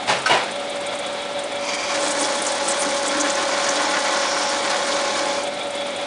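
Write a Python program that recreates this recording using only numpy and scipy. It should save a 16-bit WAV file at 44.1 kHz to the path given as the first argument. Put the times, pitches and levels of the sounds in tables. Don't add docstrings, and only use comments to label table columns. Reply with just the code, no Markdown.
import sys
import numpy as np
from scipy import signal
from scipy.fft import rfft, irfft
from scipy.io import wavfile

SR = 44100
rng = np.random.default_rng(int(sys.argv[2]) if len(sys.argv) > 2 else 0)


def transcribe(u):
    v = np.clip(np.atleast_2d(u).T, -1, 1)
    q = np.round(v * 32767).astype(np.int16)
    wavfile.write(sys.argv[1], SR, q)


N = 267246
TIME = np.arange(N) / SR
TEETH = 16
GRAIN_DB = 3.4


def from_db(db):
    return 10 ** (np.asarray(db) / 20)


def rms_one(x):
    return x / np.sqrt(np.mean(x ** 2) + 1e-20)


def in_time(rows):
    times, *columns = np.transpose(rows)
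    return [np.interp(TIME, times, column) for column in columns]


def drift(rate_hz):
    step = 40
    pole = np.exp(-2 * np.pi * rate_hz * step / SR)
    noise = rng.standard_normal(N // step + 2002)
    slow = signal.lfilter([1], [1, -2 * pole, pole * pole], noise)[2000:]
    return np.interp(np.arange(N) / step, np.arange(len(slow)), rms_one(slow))


def colour(x, spectrum):
    hz, db = np.transpose(spectrum)
    log_hz = np.log(np.maximum(np.arange(N // 2 + 1) * SR / N, 1))
    below = np.maximum(np.log(hz[0]) - log_hz, 0)
    above = np.maximum(log_hz - np.log(hz[-1]), 0)
    gain_db = np.interp(log_hz, np.log(hz), db) - 20 * (below + above)
    return rms_one(irfft(rfft(x) * from_db(gain_db), N))


def resonate(x, hz, width_hz):
    r = np.exp(-np.pi * width_hz / SR)
    zeros = np.array([1, 0, -1]) * (1 - r * r) / 2
    poles = [1, -2 * r * np.cos(2 * np.pi * hz / SR), r * r]
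    return signal.lfilter(zeros, poles, x + 1e-18)


def body(x, modes):
    total = 0
    for k, (hz, width_hz, db) in enumerate(modes):
        total = total + (-1) ** k * from_db(db) * resonate(x, hz, width_hz)
    return rms_one(total)


def fractures(per_s, spread_db):
    sizes = from_db(spread_db * np.minimum(rng.exponential(1, N), 4))
    breaks = rng.random(N) < per_s / SR
    return rms_one(sizes * rng.choice([-1, 1], N) * breaks)


def sine(hz):
    return np.sqrt(2) * np.sin(2 * np.pi * (np.cumsum(hz) / SR + rng.random()))


def swells(rows, rise_s, fall_s):
    total = 0
    for start, length, db in rows:
        attack = 1 - np.exp(-np.maximum(TIME - start, 0) / rise_s)
        release = np.exp(-np.maximum(TIME - start - length, 0) / fall_s)
        total = total + from_db(db) * attack * release
    return total


# (multiple of a turn, level at full contact [dB])
LOAD_OVERTONES = [(15, -38.5), (17, -38), (22, -48), (24, -33.5)]
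WHINE_FLUTTER = .34


def drive(spindle_hz, whine_db, load, flutter_rate=40, wander=0.0015, load_flutter=0.25):
    mesh = 2 * np.pi * np.cumsum(TEETH * spindle_hz * (1 + wander * drift(4.2))) / SR
    flutter = drift(flutter_rate) * np.sin(mesh) + drift(flutter_rate) * np.cos(mesh)
    whine = np.sqrt(2) * (np.sin(mesh) + WHINE_FLUTTER * flutter)
    strain = 0
    for order, db in LOAD_OVERTONES:
        tone = sine(order * spindle_hz * (1 + 0.0016 * drift(15.8)))
        strain = strain + from_db(db) * tone * (1 + load_flutter * drift(14))
    return from_db(whine_db) * whine + load * strain


# (pitch [Hz], level [dB])
MOTOR_TONES = [(120, -62.5), (200, -51.5), (248, -48.5), (294, -45.5), (402, -51), (678, -51), (731, -42),
               (1346, -46), (2143, -46)]
# (frequency [Hz], relative density [dB per Hz])
RUNNING_SPECTRUM = [(25, -33.5), (70, -16.5), (130, -14), (220, -6.5), (460, -3.5), (560, 4.5), (660, -1.5),
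                    (800, 1), (1050, -5), (1800, -7.5), (2800, -10), (3700, -8.5), (5600, -17.5),
                    (10000, -24)]
# (frequency [Hz], width [Hz], relative level [dB])
HEADSTOCK_MODES = [(581, 88, -8), (745, 31, -1), (2310, 77, -4.5), (3380, 84, -2), (3814, 120, -8)]
# (spindle turns per cycle, first peak [cycles], swing [dB])
BELT_CYCLES = [(6, .23, 3.5), (1.5, .33, 1.8)]
BELT_DB, BELT_FLICKER_DB, SWISH_FLICKER_DB = -30.0, 1.0, 1.8


def motor(turns, bearings_db, waver=0.31, smear_hz=3.02):
    hum = 0
    for hz, db in MOTOR_TONES:
        tone = sine(hz + smear_hz * drift(14.2))
        hum = hum + from_db(db) * tone * (1 + waver * drift(10.0))
    belt_gain = from_db(BELT_DB + BELT_FLICKER_DB * drift(20))
    belt = belt_gain * colour(rng.standard_normal(N), RUNNING_SPECTRUM)
    swish_db = bearings_db + SWISH_FLICKER_DB * drift(17)
    for turns_per_cycle, peak, swing_db in BELT_CYCLES:
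        swish_db = swish_db + swing_db * np.cos(2 * np.pi * (turns / turns_per_cycle - peak))
    bearings = from_db(swish_db) * body(rng.standard_normal(N), HEADSTOCK_MODES)
    return hum + belt + bearings


# (frequency [Hz], relative density [dB per Hz])
SIZZLE_SPECTRUM = [(5000, -19), (6600, 2.5), (7500, 3), (8800, 6.5), (10000, 0.5)]
TICK_DB, TICK_SPREAD_DB, TICK_S = -38, 3.0, .005
TICK_GAP_S, TICK_GAP_SPREAD = .068, .45


def ticking(count=130):
    chance = rng.uniform(-1.2, 1, (count, 2))
    gaps = TICK_GAP_S * (1 + TICK_GAP_SPREAD * chance[:, 0])
    starts = np.cumsum(gaps) - 2 * TICK_GAP_S
    tick = np.searchsorted(starts, TIME) - 1
    age = (TIME - starts[tick]) / TICK_S
    strength = from_db(TICK_DB + 2 * TICK_SPREAD_DB * chance[tick, 1])
    pulse = age * np.exp(1 - age)
    return strength * pulse * colour(rng.standard_normal(N), SIZZLE_SPECTRUM)


# (time [s], level [dB], rise [s], rattle [dB], rattle t60 [s], treble lift [dB], part struck)
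BLOWS = [(.074, -20, 0.006, 0, 0.23, 9, "lever"), (.089, -15.5, 0.0027, -1, 0.54, 3, "lever"),
         (.258, -18.5, 0.0033, -4, 0.18, 14, "pawl"), (.294, -15, 0.005, 1, 0.21, 3.5, "stop"),
         (.308, -13, 0.0024, -1, 0.56, -13, "stop"), (.334, -19.5, 0.0021, -2.5, 0.57, 4.5, "stop")]
# (frequency [Hz], relative density [dB per Hz])
SLIDE_SPECTRUM = [(40, -34), (130, -5), (250, -10), (450, 3.5), (750, 7), (1200, 1), (2200, 0), (3200, -4),
                  (4500, -8), (6500, -14.5), (10000, -21.5)]
STRUCK_PARTS = {"lever": [(134.8, -21, 1), (188.6, -19, 1), (844, -3.5, 0.33), (1004, -8, 0.32),
                (1610, -9, 0.18), (2250, -8, 0.12), (2880, -11, .2), (3290, -28, .2), (3700, -13, 0.17),
                (3960, -8, 0.11)], "pawl": [(736, -6, 0.11), (1280, 3.5, 0.14), (1410, -6, 0.1),
                (1380, 0, 0.054), (1525, 5.5, 0.14), (3450, -23, 0.11), (4430, -19, .08), (5470, 3, 0.034)],
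                "stop": [(360, -11.5, 0.37), (615, -2.5, 0.13), (695, 0.5, 0.14), (774, -17, 0.29),
                (921, -7, 0.26), (990, -7, .28), (1920, -8, 0.13), (2260, -10, 0.27), (2456, -18, 0.17),
                (2884, 1, 0.079), (3810, -11.5, 0.17)]}


def turret(treble_hz=4200, modes_db=1.5):
    out = np.zeros(N)
    age = TIME[:SR // 2]
    high_pass = signal.butter(1, treble_hz, "high", fs=SR, output="sos")
    for start, db, rise, rattle_db, t60, treble_db, part in BLOWS:
        rattle = colour(fractures(5000, 1.5), SLIDE_SPECTRUM)[:len(age)]
        treble = signal.sosfilt(high_pass, rattle)
        rattle = rattle + (from_db(treble_db) - 1) * treble
        rattle = rattle * from_db(rattle_db - 60 * age / t60)
        ring = 0
        for hz, level_db, ring_s in STRUCK_PARTS[part]:
            decay = from_db(modes_db + level_db - 60 * age / ring_s)
            ring = ring + decay * np.sin(2 * np.pi * (hz * age + rng.random()))
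        at = round(start * SR)
        out[at:at + len(age)] += from_db(db) * (1 - np.exp(-age / rise)) * (rattle + ring)
    return out


# (time [s], length [s], level [dB])
RUB_SWELLS = [(1.575, 0.35, -26), (5.32, 0.084, -30)]
# (frequency [Hz], width [Hz], relative level [dB])
TOOL_MODES = [(1040, 320, -2), (2333, 100, 4.5), (3170, 190, -4.5), (4720, 300, -3.5), (6150, 1150, -9)]
# (time [s], length [s], level [dB])
GROAN_SWELLS = [(1.92, 0.36, -35), (2.84, 0.031, -22), (3.03, 0.24, -31), (3.4, .55, -44)]
# (time [s], level [dB])
FEED_CURVE = [(1.95, -29.5), (2.55, -31.5), (3.95, -28), (4.55, -29.5), (4.9, -29.5), (5.22, -30),
              (5.4, -35)]
# (time [s], level before SURGE_GAIN_DB [dB])
DIG_SURGES = [(3.1188, -23), (3.23, -21), (3.5269, -19.5), (3.6531, -20.5), (3.7783, -18), (3.9329, -20.5),
              (4.045, -18), (4.2293, -20), (4.3355, -25.5), (4.6458, -20), (4.707, -21), (4.7735, -27)]
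# (frequency [Hz], relative density [dB per Hz])
RUMBLE_SPECTRUM = [(100, -31), (230, -8.5), (295, 4.5), (380, 3.5), (470, -1.5), (550, -13), (655, -4),
                   (780, 3.5), (1300, -4.5)]
# (frequency [Hz], width [Hz], relative level [dB])
GRIND_MODES = [(695, 116, -3.5), (936, 47, 1), (1063, 34, 6), (1172, 95, -0.5), (1432, 49, 3.5),
               (1521, 56, 2), (1700, 223, -2), (1970, 81, -0.5), (2250, 196, -5), (2960, 160, -8.5),
               (3280, 410, -11)]
# (frequency [Hz], relative density [dB per Hz])
SHEAR_SPECTRUM = [(1500, -23.5), (2600, 0), (4200, 6.5), (5500, 5.5), (6600, 4), (7600, -2), (10000, -40)]
SURGE_S, SURGE_GAIN_DB = .04, -5
GRIND_DB, GRIND_FOLLOWS = -28.5, 1.46
SHEAR_DB, SHEAR_FOLLOWS = -30.5, 0.64
SIZZLE_DB, SIZZLE_FADE_DB_PER_S = -35, 1.46
JUDDER_DB, SIZZLE_FLICKER_DB = 1.1, 3.0


def cutting(spindle_hz, engaged, runout_db=0.83, groan_hz=290, groan_width_hz=16):
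    rub_gain = swells(RUB_SWELLS, rise_s=0.07, fall_s=0.031) * from_db(2 * drift(24))
    rub = rub_gain * body(fractures(9000, GRAIN_DB), TOOL_MODES)

    rumble = from_db(-34) * colour(fractures(2500, GRAIN_DB), RUMBLE_SPECTRUM)
    groan_tone = rms_one(resonate(fractures(2500, GRAIN_DB), groan_hz, groan_width_hz))
    groan = swells(GROAN_SWELLS, rise_s=0.045, fall_s=0.033) * groan_tone

    feed_db, = in_time(FEED_CURVE)
    feed_db = feed_db - np.mean(feed_db[engaged > .5])
    surge_rows = [(start, SURGE_S, db + SURGE_GAIN_DB) for start, db in DIG_SURGES]
    surges = swells(surge_rows, rise_s=.007, fall_s=.01)
    grind_gain = np.hypot(from_db(GRIND_DB + GRIND_FOLLOWS * feed_db), surges)
    grind = grind_gain * body(fractures(3000, GRAIN_DB), GRIND_MODES)
    shear_gain = from_db(SHEAR_DB + SHEAR_FOLLOWS * feed_db)
    shear = shear_gain * colour(fractures(7000, GRAIN_DB), SHEAR_SPECTRUM)
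    bite = from_db(runout_db * sine(spindle_hz) + JUDDER_DB * drift(14.4))

    sizzle_db = SIZZLE_DB - SIZZLE_FADE_DB_PER_S * (TIME - LOAD_CURVE[0][0])
    sizzle_gain = from_db(sizzle_db + SIZZLE_FLICKER_DB * drift(46))
    sizzle = sizzle_gain * colour(fractures(1800, GRAIN_DB), SIZZLE_SPECTRUM)
    return rub + engaged * (rumble + groan + bite * (grind + shear) + sizzle)


SHOP_T60_S = 0.12


def workshop(x, wet_db=-3):
    age = TIME[:SR // 2]
    tail = rng.standard_normal(len(age)) * from_db(-60 * age / SHOP_T60_S) * (age > .004)
    reflections = signal.fftconvolve(x, tail / np.linalg.norm(tail))[:N]
    wet = from_db(wet_db)
    return (x + wet * reflections) / np.hypot(1, wet)


# (time [s], level before trim_db [dB], length [s], pitch [Hz])
CHIP_BURSTS = [(2.024, -28, 0.07, 7500), (2.105, -22.5, 0.016, 7750), (2.186, -24, 0.014, 7000),
               (2.207, -21.5, 0.013, 8900), (2.226, -25, 0.008, 6600), (2.237, -23.5, 0.027, 5460),
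               (2.418, -21, 0.0078, 9200), (2.449, -28, 0.0043, 8800), (2.464, -16.5, 0.011, 7000),
               (2.678, -21, 0.023, 8300), (2.705, -22.5, 0.017, 7450), (2.785, -24.5, 0.044, 9100),
               (2.816, -24.5, 0.022, 6500), (3.059, -25.5, 0.028, 7600), (3.199, -19.5, 0.019, 6600),
               (3.296, -21.5, 0.0093, 6800), (3.348, -25, 0.0085, 6250), (3.64, -26, .01, 6200),
               (3.664, -22, 0.0071, 4000), (3.687, -17.5, 0.0073, 6000), (3.703, -26, 0.011, 6400),
               (4.057, -30, .012, 3600), (4.64, -26, .01, 3300), (4.696, -22.5, 0.021, 4230),
               (4.919, -22, 0.0096, 3600)]


def chips(width_hz=1400, fade_s=0.0049, rise_s=0.00073, crack_db=-6, trim_db=-5.5):
    out, cracks = np.zeros(N), fractures(2200, GRAIN_DB)
    age = TIME[:SR // 2]
    for start, db, length, hz in CHIP_BURSTS:
        at = round(start * SR)
        span = slice(at, at + len(age))
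        burst = (1 - np.exp(-age / rise_s)) * np.exp(-np.maximum(age - length, 0) / fade_s)
        crack = rms_one(resonate(cracks[span], hz, 3 * width_hz))
        ring = rms_one(resonate(crack, hz, width_hz))
        out[span] += from_db(db + trim_db) * burst * (ring + from_db(crack_db) * crack)
    return out


# (time [s], length [s], level [dB])
CURL_SWELLS = [(4.13, 0.34, -32)]


def curl(hz=5450, width_hz=900):
    band = resonate(fractures(7200, 1.8), hz, width_hz)
    hiss = rms_one(resonate(band, hz, width_hz))
    return swells(CURL_SWELLS, rise_s=0.076, fall_s=0.054) * hiss


# (time [s], load [0-1])
LOAD_CURVE = [(1.87, 0), (1.96, .68), (3, .95), (5.2, 0.98), (5.35, 0.91), (5.46, 0.07)]
FULL_CONTACT_LOAD = 0.73
IDLE_HZ, SAG_HZ = 570.8, 8.7
WHINE_DB, WHINE_CUT_DB = -31.5, 2
SWISH_DB = -37
WHINE_START_DB, SWISH_START_DB, BUILD_S = -20, -7, 0.61


def scene():
    load, = in_time(LOAD_CURVE)
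    engaged = np.clip(load / FULL_CONTACT_LOAD, 0, 1)
    spindle_hz = (IDLE_HZ - SAG_HZ * load) / TEETH
    turns = np.cumsum(spindle_hz) / SR
    starting = np.maximum(1 - TIME / BUILD_S, 0)
    whine_db = WHINE_DB + WHINE_CUT_DB * engaged + WHINE_START_DB * starting
    bearings_db = SWISH_DB + SWISH_START_DB * starting
    machine = drive(spindle_hz, whine_db, engaged) + motor(turns, bearings_db) + ticking() + turret()
    steel = workshop(cutting(spindle_hz, engaged), wet_db=-9.0) + chips() + curl()
    return np.tile(machine + steel, (2, 1))


PEAK_CEILING, CUTOFF_HZ = .8, 10150


def record(dry):
    rounded = dry / (1 + (dry / PEAK_CEILING) ** 4) ** (1 / 4)
    low_pass = signal.ellip(12, .2, 80, CUTOFF_HZ, fs=SR, output="sos")
    return signal.sosfilt(low_pass, rounded)


dry = scene()
out = record(dry)
transcribe(out)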